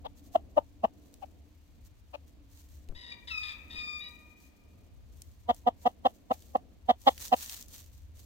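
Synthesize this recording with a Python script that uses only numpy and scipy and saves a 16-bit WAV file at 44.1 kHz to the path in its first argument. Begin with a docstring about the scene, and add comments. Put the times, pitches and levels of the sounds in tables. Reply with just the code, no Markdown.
"""Short, throaty clucks come in two runs from a rooster close to a phone, each a few cycles of its syrinx.
It ruffles its feathers and steps through dry leaves on the grass; stalks snap and a hand bumps the phone.
Between the runs a second rooster crows further off, its syrinx breaking between a hoarse rasp and a
clear tone, and the trees echo it. Distant traffic rumbles underneath."""
import sys
import numpy as np
from scipy import signal
from scipy.fft import rfft, irfft, next_fast_len
from scipy.io import wavfile
from scipy.ndimage import uniform_filter1d, map_coordinates

SR = 44100
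rng = np.random.default_rng(int(sys.argv[2]) if len(sys.argv) > 2 else 0)


def unload_audio(sound):
    """Save the sound as a 16-bit wav file, at the path given as the first command line argument."""
    columns = np.transpose(np.atleast_2d(sound))
    # keep every value between -1 and 1, then stretch to whole-number steps
    steps = np.round(np.clip(columns, -1, 1) * 32767)
    wavfile.write(sys.argv[1], SR, steps.astype(np.int16))


N = 363825

# the near bird's calls: t/s, length/s, pitch/Hz, relative level/dB, beak resonance/Hz, treble/dB,
# roughness/0-1, left-right/dB, left lead of the low tones/rad
CLUCKS = [(0.044, 0.029, 261, -37, 3300, 8.5, 0.76, 4.5, 5),
          (0.349, .0174, 346, -17, 3060, 0.5, 0.3, 2, 1.84),
          (0.568, .0234, 296.3, -16.5, 2840, -6.5, 0.3, 2, 0.6),
          (0.8344, 0.023, 232.9, -19.5, 2830, -2.5, 0.4, 2, 1.5),
          (1.2183, 0.0282, 761, -39, 2620, 7, 0.4, 12, 5),
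          (2.1324, 0.029, 296, -38.5, 2660, 10.5, 0.65, 4, 2),
          (5.4864, 0.029, 238, -19.5, 3160, 3, 0.2, 0, 0.8),
          (5.6655, .0263, 243.4, -17.5, 3220, -1.5, 0.08, -0.5, 1.5),
          (5.854, 0.026, 243.1, -18, 3120, 2.5, .1, -0.5, 1.5),
          (6.0493, 0.025, 258.8, -17.5, 3170, 4, 0.3, -2.5, 1),
          (6.3053, .0184, 247.5, -21, 3050, -2.5, 0.4, -1.5, 1.1),
          (6.5498, 0.014, 251.2, -19, 2880, -2.5, 0.3, -3, 0.5),
          (6.8862, .0297, 246.7, -16, 3250, 5, 0.2, -2.5, 1.5),
          (7.0665, .028, 262.7, -13.5, 3300, 8.5, 0.3, -3, 1.74),
          (7.3198, .0269, 245.7, -16.5, 2810, 6.5, 0.3, -2, 1.56)]
# the crowing bird's throat in its hoarse register: f/Hz, gain/dB
HOARSE_THROAT = [(600, -37), (950, -4.5), (1400, -14.5), (1900, 0.5), (2800, -8), (3300, -2), (3750, 9),
                 (4300, -15), (4800, 0.5), (5700, -19), (7500, -24), (11000, -29), (15000, -50)]


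def clucks(rise_s=.014, fall_s=.009, spill_s=.0033, swell_hz=3000, rasp=.44, puff_db=-38, puff_s=.016):
    """Each cluck is a few cycles of the syrinx; the upper harmonics swell in last and leave first."""
    # the near bird's throat: f/Hz, gain/dB
    throat_shape = [(120, -27), (240, -12), (340, -20), (500, -9.5), (680, 2), (780, 2), (1000, -8.5),
                    (1250, -20), (1550, -31), (1950, -25), (2350, -37), (3500, -38), (4400, -43.5),
                    (8000, -63), (15000, -56)]
    # the ground's reflection colours each microphone port differently: f/Hz, left-right/dB, left lead/rad
    ports = [(244, -4, -1.35), (540, 14, -0.42), (710, -3, -1), (956, 4.5, -3.5), (1200, 5.5, -0.7),
             (1410, 3.5, -2.5), (1900, -4, -2.5), (2700, 6, -2.5), (5000, 4, -2.5)]
    port_hz, port_db, port_lead = np.transpose(ports)
    out, size = np.zeros((2, N)), 4096
    t = np.arange(size) / SR - .03
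    for s, length, pitch_hz, db, beak_hz, treble_db, rough, pan_db, low_lead in CLUCKS:
        treble = lambda hz: treble_db * np.clip((hz - 900) / 1500, 0, 1)
        throat = lambda hz: amp(along(throat_shape, hz) + treble(hz) + beak(hz, beak_hz))
        effort = envelope(t + spill_s, length + 2 * spill_s, rise_s, fall_s) ** 2
        droop = (.011 + .1496 * rough) * np.clip(t / length - .5, -1, 1)
        pitch = pitch_hz * (1 - droop + .099 * rough * wobble(250, size))
        phase = 2 * np.pi * np.cumsum(pitch) / SR
        k = np.arange(1, int(9000 / pitch_hz))[:, None]
        harmonics = throat(k * pitch_hz) * effort ** (1 + k * pitch_hz / swell_hz)
        # the throat delays the harmonics unequally, so the pulses blur into a round tone
        tone = np.sum(harmonics * np.cos(k * phase + np.pi * np.log(k) ** 2), axis=0)
        # turbulence bursts once a cycle; a faint puff of air trails the call
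        hiss = rng.standard_normal(size) * np.sqrt(SR / pitch_hz) / 2
        pulsed_air = hiss * effort ** 2 * (1 + np.cos(phase))
        burst = filtered(pulsed_air, lambda hz: throat(hz) * (rough + rasp * np.clip(hz / 3000, 0, 3)))
        breath = filtered(hiss, lambda hz: amp(puff_db) * throat(hz) * (1 + np.minimum(hz, 3000) / 300))
        puff = breath * np.clip(t / rise_s + 1, 0, 1) ** 2 * np.exp(-np.maximum(t - length, 0) / puff_s)
        voice = lead(tone + burst + puff, np.c_[port_hz, port_lead + low_lead * (port_hz < 900)])
        balance = np.c_[port_hz, port_db + pan_db]
        voice = filtered(voice, lambda hz: amp(along(balance, hz) * np.array([[.5], [-.5]])))
        add(out, s + t[0], amp(db - 2) * np.sqrt(length * SR / size) * unit(voice))
    return out


def beak(hz, beak_hz, peak_db=12, dip_db=-11, dip_ratio=.77, dip_width_hz=125):
    """The opening beak raises and widens a resonance, with an antiresonance just below it; in dB."""
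    width_hz = 440 * (beak_hz / 3000) ** 2.5
    return peak_db * bell(hz, beak_hz, width_hz) + dip_db * bell(hz, dip_ratio * beak_hz, dip_width_hz)


def near_rooster(notch_hz=415, notch_width_hz=50, notch_db=-9):
    """The reflection off the ground cancels a narrow band of the clucks and adds a short, faint tail."""
    # decay of the ground's tail: f/Hz, t60/s
    ground_t60 = [(300, .1), (1000, .11), (4000, .14), (12000, .08)]
    voice = filtered(clucks(), lambda hz: amp(notch_db * bell(hz, notch_hz, notch_width_hz)))
    return voice + amp(-32) * echo(voice[0], ground_t60, build_s=.0073, size=SR // 4)


def hoarse_crow(scoop=.1, scoop_s=.011, sink=.035, waver=.008, jitter=.04, rasp=2.1):
    """The syrinx beats irregularly: the rougher, the more its harmonics smear into a rasp."""
    # hoarse syllables: t/s, length/s, pitch/Hz, relative level/dB, crescendo/dB, roughness/0-1,
    # fullness either side of the main resonance/dB
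    syllables = [(2.947, 0.21, 968, -48, 5, 0.58, 1), (3.272, 0.077, 982, -42, -6, 0.81, -3),
                 (3.425, 0.12, 911, -43, -6, .95, -1), (3.699, .135, 934, -44, 6, 0.71, -1),
                 (4.000, .1, 981, -44, 1, .25, -9.5)]
    out, size = np.zeros(N), SR // 2
    t = np.arange(size) / SR
    for s, length, pitch_hz, db, crescendo_db, rough, body_db in syllables:
        progress = np.minimum(t / length, 1)
        # every syllable scoops up to its pitch and sinks as it ends
        bend = 1 - scoop * np.exp(-t / scoop_s) - sink * progress ** 3
        pitch = pitch_hz * (bend + waver * wobble(40, size))
        phase = 2 * np.pi * np.cumsum(pitch * (1 + jitter * rough * wobble(299, size))) / SR
        buzz = unit(sum(np.cos(k * phase) for k in range(1, 13)))
        air = rasp * rough ** 2 * rng.standard_normal(size) * (1 + np.cos(phase))
        flutter = amp(3 * rough * wobble(240, size))
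        body = lambda hz: body_db * np.clip(np.abs(hz - 3800) / 1500, 0, 1)
        voice = filtered((buzz + air) * flutter, lambda hz: amp(along(HOARSE_THROAT, hz) + body(hz)))
        # the air pressure, not the roughness, sets the loudness
        voice /= np.sqrt(np.abs(uniform_filter1d(voice ** 2, size=1024)) + 1e-9)
        pressure = amp(db + crescendo_db * (progress - .5) + 1.15 * wobble(45, size))
        add(out, s, voice * pressure * envelope(t, length, attack_s=.01, release_s=.032))
    return out


def clear_crow(settle_s=.042, sag_hz_per_s=35, jitter=.0035, flutter_db=2, rasp_db=-30, fade_db=-19.5):
    """The syrinx locks into a high, steady tone with a strong second harmonic and a little rasp."""
    # clear notes: t/s, length/s, settled pitch/Hz, opening overshoot/Hz, level/dB
    notes = [(3.111, 0.022, 1194, -13, -41), (3.301, 0.26, 1229, 139.5, -41.5),
             (3.752, .32, 1221, 20.5, -41.5)]
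    # the throat in its clear register: f/Hz, gain/dB
    throat = [(700, -44.5), (1230, -13), (2450, 4), (3700, -10), (4900, -5.5), (6100, -30.5), (7350, -25.5),
              (8600, -77), (9800, -32.5), (12000, -47), (15000, -47)]
    out, size = np.zeros(N), SR // 2
    t = np.arange(size) / SR
    for s, length, pitch_hz, overshoot_hz, db in notes:
        # every note settles, sags slowly, then drops and fades in its last third as the air runs out
        spent = np.clip(1 - (1 - t / length) / .33, 0, 1)
        push_hz = overshoot_hz * np.exp(-t / settle_s)
        pitch = (pitch_hz + push_hz - sag_hz_per_s * t) * (1 - .075 * spent)
        phase = 2 * np.pi * np.cumsum(pitch * (1 + jitter * wobble(300, size))) / SR
        tone = unit(sum(amp(along(throat, k * pitch)) * np.sin(k * phase) for k in range(1, 12)))
        rasp = amp(rasp_db) * unit(coloured(rng.standard_normal(size), HOARSE_THROAT))
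        push_db = .0778 * push_hz  # the push that overshoots the pitch is louder too
        level = amp(db + push_db + fade_db * spent + flutter_db * wobble(110, size))
        add(out, s, level * envelope(t, length, attack_s=.027, release_s=.012) * (tone + rasp))
    return out


def far_rooster():
    """The crow comes from the left; nearby trunks scatter it and the trees beyond hold a long tail."""
    # decay among the trees: f/Hz, t60/s
    trees_t60 = [(300, 0.7), (1200, 2.84), (2450, 1.68), (3800, 0.82), (6000, 0.38), (12000, 0.21)]
    # the crow reaches the left port first: f/Hz, left lead/rad
    crow_lead = [(300, 0.79), (1200, 3.9), (2450, 3.84), (3800, 7.2), (5000, 9.4), (7300, 11.7),
                 (10000, 11)]
    trunks_t60 = [(1000, .88), (4000, .31), (12000, .08)]
    hoarse, clear = amp(-3) * hoarse_crow(), clear_crow()
    trunks = amp(-12) * echo(hoarse + clear, trunks_t60, build_s=.0062, size=SR // 2)
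    # the clear notes carry farthest
    trees = amp(-16.5) * echo(amp(-1) * hoarse + clear, trees_t60, build_s=.01, size=2 * SR)
    return (lead(hoarse + clear, crow_lead) + trunks + trees) * amp([[2.8], [-2.8]])


def rustle_and_hiss(grain_db=2.5, clump_db=2.5, crackles_per_s=160, jerk_s=.03):
    """Clumps of tiny grains and sharper crackles make rubbing feathers and leaves, and the crow's hiss."""
    # swells of bright hiss: the near bird's feathers and leaves, and at 3.4 s and 3.88 s the breathy
    # hiss of the far crow: peak t/s, length/s, relative level/dB
    swells = [(.18, .035, -68), (.255, .035, -66.5), (.34, .03, -64), (1.08, 0.35, -76.5),
              (1.862, .04, -72), (2.28, 0.031, -71), (2.565, 0.088, -63.5), (2.725, 0.12, -67.5),
              (3.4, 0.31, -69), (3.88, 0.7, -72), (4.43, .07, -67.5), (5.225, 0.23, -72),
              (5.56, 0.079, -67), (5.84, 0.11, -67.5), (6.11, 0.11, -72), (6.338, .035, -55.5),
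              (6.42, .17, -67), (7.03, 0.069, -64), (7.095, .08, -53.5), (7.228, .075, -45),
              (7.425, 0.18, -48), (7.53, 0.1, -48), (7.755, .105, -54.5), (7.93, 0.17, -70.5),
              (8.195, 0.077, -64)]
    # their dry, bright colour: f/Hz, gain/dB
    colour = [(240, -52), (400, -16), (718, -10.5), (918, -9.5), (1620, -10.5), (1780, -5), (2040, -9.5),
              (4340, -1.5), (5140, -5), (6180, 1), (11300, -9), (13300, 0), (15800, -5.5)]
    # every cluck jerks the neck feathers
    jerks = [(s + length / 2, jerk_s, db - 50.5) for s, length, _, db, *_ in CLUCKS]
    power = sum((amp(db) * swell(s, length)) ** 2 for s, length, db in list(swells) + jerks)
    idle = amp(-81.5 + wobble(6.3))  # the feathers never quite lie still
    grains = amp(grain_db * np.array([wobble(1500), wobble(1500)]) + clump_db * wobble(70))
    hiss = unit(grains * noise(colour, alike=.13))
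    ticks = (rng.random(N) < crackles_per_s / SR) * rng.standard_normal((2, N))
    crackle = unit(np.array([resonate(side, colour) for side in ticks]))
    return np.sqrt(power + idle ** 2) * (amp(4) * hiss + amp(-2) * crackle)


def swell(s, length, rise=.5, fall=.73, roundness=1.6):
    """A swell rises to its peak at time s and dies a little more slowly."""
    from_peak = (np.arange(N) / SR - s) / length
    return np.exp(-np.minimum(np.maximum(-from_peak / rise, from_peak / fall), 9) ** roundness)


def snaps(size=1024, t60=.015):
    """A dry stalk breaks with a short crack."""
    # breaking stalks: t/s, relative level/dB, weight of the low crack/dB
    stalks = [(1.1405, -42.5, -17), (2.8877, -48, -3), (5.2195, -33.5, -24), (5.5459, -40, -36),
              (6.327, -56, 11.5), (6.34, -47, -2), (6.4223, -44, -16), (6.569, -49, -13),
              (7.016, -44, -16.5), (7.1788, -36, -2.5), (7.2812, -33, -17), (7.4958, -27.5, -7.5),
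              (7.544, -33, -10), (7.612, -35, -27.5), (7.6255, -34.5, -19), (7.6833, -40.5, -29.5)]
    out, t = np.zeros((2, N)), np.arange(size) / SR
    for s, db, low_db in stalks:
        crack = rng.standard_normal((2, size)) * amp(-60 * t / t60)
        colour = [(500, low_db - 23), (2500, low_db + 12), (6000, 3.5), (15000, -4)]
        add(out, s, amp(db - 3.5) * coloured(crack, colour))
    return out


def bumps(size=8192):
    """The hand nudges the phone: dull, short thuds, mostly at the left port."""
    # soft nudges: t/s, relative level/dB, t60/s, weight of the knock/dB
    nudges = [(2.889, -32, 0.227, -12), (2.923, -41.5, 0.014, 5.5), (3.74, -46.5, 0.131, -7)]
    out, t = np.zeros(N), np.arange(size) / SR
    bass = [(15, 3), (40, -1.5), (120, -12)]
    for s, db, t60, knock_db in nudges:
        push = rng.standard_normal(size) * amp(-60 * t / t60)
        knock = [(400, knock_db - 17), (1200, knock_db - 33), (4000, knock_db - 56)]
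        thud = resonate(push, bass + knock)
        add(out, s, amp(db) * thud / np.abs(thud).max())
    return out * amp([[3], [-6]])


def traffic():
    """Distant traffic: a deep rumble under road noise, each wavering in level."""
    # ebb and flow of the traffic: t/s, relative rumble level/dB, relative road level/dB
    flow = [(0.0, -57.5, -66), (2.09, -59, -71), (3.06, -60.5, -66), (3.26, -61, -70), (3.7, -59, -65),
            (4.2, -62, -65.5), (5.42, -58, -70), (6.02, -61.5, -65.5), (7.1, -60, -66.5),
            (8.25, -58, -71.5)]
    # colour of the rumble: f/Hz, gain/dB
    rumble_colour = [(12, -45), (20, -14), (59, -4.5), (75, 3), (95, -10), (105, -8.5), (114, -15.5),
                     (170, -27.5), (220, -50.5), (370, -120)]
    # colour of the road noise: f/Hz, gain/dB
    road_colour = [(82, -37), (140, -5), (193, 0), (232, 0.5), (293, -1.5), (376, -9), (502, -9.5),
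                   (719, -12), (933, -28), (1200, -27.5), (1560, -66.5), (2640, -120)]
    rumble_db, road_db = curves(flow)
    rumble = noise(rumble_colour, alike=.7) * amp(rumble_db + 4 + 2 * wobble(5.5))
    road = amp(road_db + 3.5 + 2.2 * wobble(5)) * noise(road_colour, alike=.32)
    return rumble * amp([[.8], [-.8]]) + road


def engine(hum_hz=288.5, width_hz=22):
    """One far engine, a narrow band of noise, hums unsteadily and fades away."""
    # loudness of the hum: t/s, level/dB
    fade = [(0, -67), (1.5, -69), (1.85, -78.5), (2.45, -66.5), (3, -81), (8.25, -83)]
    level_db, = curves(fade)
    hum = filtered(rng.standard_normal(N), lambda hz: bell(hz, hum_hz, width_hz))
    return amp(level_db) * unit(hum)


def open_air():
    """A thin, even hiss spreads wide behind everything."""
    # colour of the hiss: f/Hz, gain/dB
    colour = [(530, -29.5), (900, -5), (1240, -9.5), (1540, -10.5), (1870, -10.5), (2380, -9.5),
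              (4130, -13), (4600, -14), (8070, -24), (15800, -32.5)]
    return amp(-74.5) * noise(colour, alike=.091)


def amp(db):
    """Decibels to gain."""
    return 10 ** (np.asarray(db) / 20)


def unit(x):
    """Scale to rms 1."""
    return x / np.sqrt(np.mean(x ** 2) + 1e-20)


def bell(hz, centre_hz, width_hz):
    """A bell curve of height 1."""
    return np.exp(-((hz - centre_hz) / width_hz) ** 2)


def along(points, hz):
    """Interpolate (f/Hz, value) points on a log frequency axis."""
    f, v = np.transpose(points)
    return np.interp(np.log(hz + 1), np.log(f + 1), v)


def curves(rows):
    """One value per sample for each column after the time."""
    s, *cols = np.transpose(rows)
    return [np.interp(np.arange(N) / SR, s, c) for c in cols]


def wobble(rate, size=N):
    """A smooth random curve, rate knots a second."""
    knots = rng.standard_normal(int(size * rate / SR) + 4)
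    return map_coordinates(knots, [np.arange(size) * rate / SR])


def envelope(t, length, attack_s, release_s):
    """Attack, hold and release of one call."""
    return np.sin(np.pi / 2 * np.clip(np.minimum(t / attack_s, (length - t) / release_s), 0, 1))


def filtered(x, response):
    """Multiply the spectrum of x by a response of frequency."""
    n = x.shape[-1]
    m = next_fast_len(n + 8192)
    return irfft(rfft(x, m) * response(np.fft.rfftfreq(m, 1 / SR)), m)[..., :n]


def coloured(x, colour):
    """Equalise x by (f/Hz, gain/dB) points."""
    return filtered(x, lambda hz: amp(along(colour, hz)))


def resonate(x, colour, size=2048):
    """Causal filter through (f/Hz, gain/dB) points: it rings after each pulse."""
    cepstrum = irfft(along(colour, np.fft.rfftfreq(size, 1 / SR)) * np.log(10) / 20)
    cepstrum[1:size // 2] *= 2
    cepstrum[size // 2 + 1:] = 0
    return signal.fftconvolve(x, irfft(np.exp(rfft(cepstrum))))[:len(x)]


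def noise(colour, alike):
    """Coloured stereo noise of rms 1 with a given left-right likeness."""
    turn = np.arccos(np.clip(alike, -1, 1)) / 2
    mid, side = coloured(rng.standard_normal((2, N)), colour) * [[np.cos(turn)], [np.sin(turn)]]
    return unit(np.array([mid + side, mid - side]))


def lead(x, points):
    """Stereo pair in which the left port leads by a phase that depends on frequency."""
    return filtered(x, lambda hz: np.exp(.5j * along(points, hz) * np.array([[1], [-1]])))


def echo(x, t60, build_s, size):
    """A diffuse stereo tail in which each frequency dies at its own speed."""
    hz, t, bands = signal.stft(rng.standard_normal((2, size)), SR, nperseg=256)
    decay = amp(-60 * t / along(t60, hz)[:, None])
    _, tail = signal.istft(bands * decay * (1 - np.exp(-t / build_s)), SR, nperseg=256)
    return signal.fftconvolve(x[None], tail / np.linalg.norm(tail[0]), axes=1)[:, :N]


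def add(track, s, sound):
    """Mix a sound into a track at time s."""
    part = track[..., round(s * SR):][..., :sound.shape[-1]]
    part += sound[..., :part.shape[-1]]


def scene():
    """Both birds and the small close noises over a bed of traffic and open air."""
    foreground = near_rooster() + far_rooster() + rustle_and_hiss() + snaps() + bumps()
    return foreground + traffic() + engine() + open_air()


def record(dry, top_hz=15900):
    """The phone keeps nothing above its band limit."""
    return filtered(dry, lambda hz: hz < top_hz)


dry = scene()
out = record(dry)
unload_audio(out)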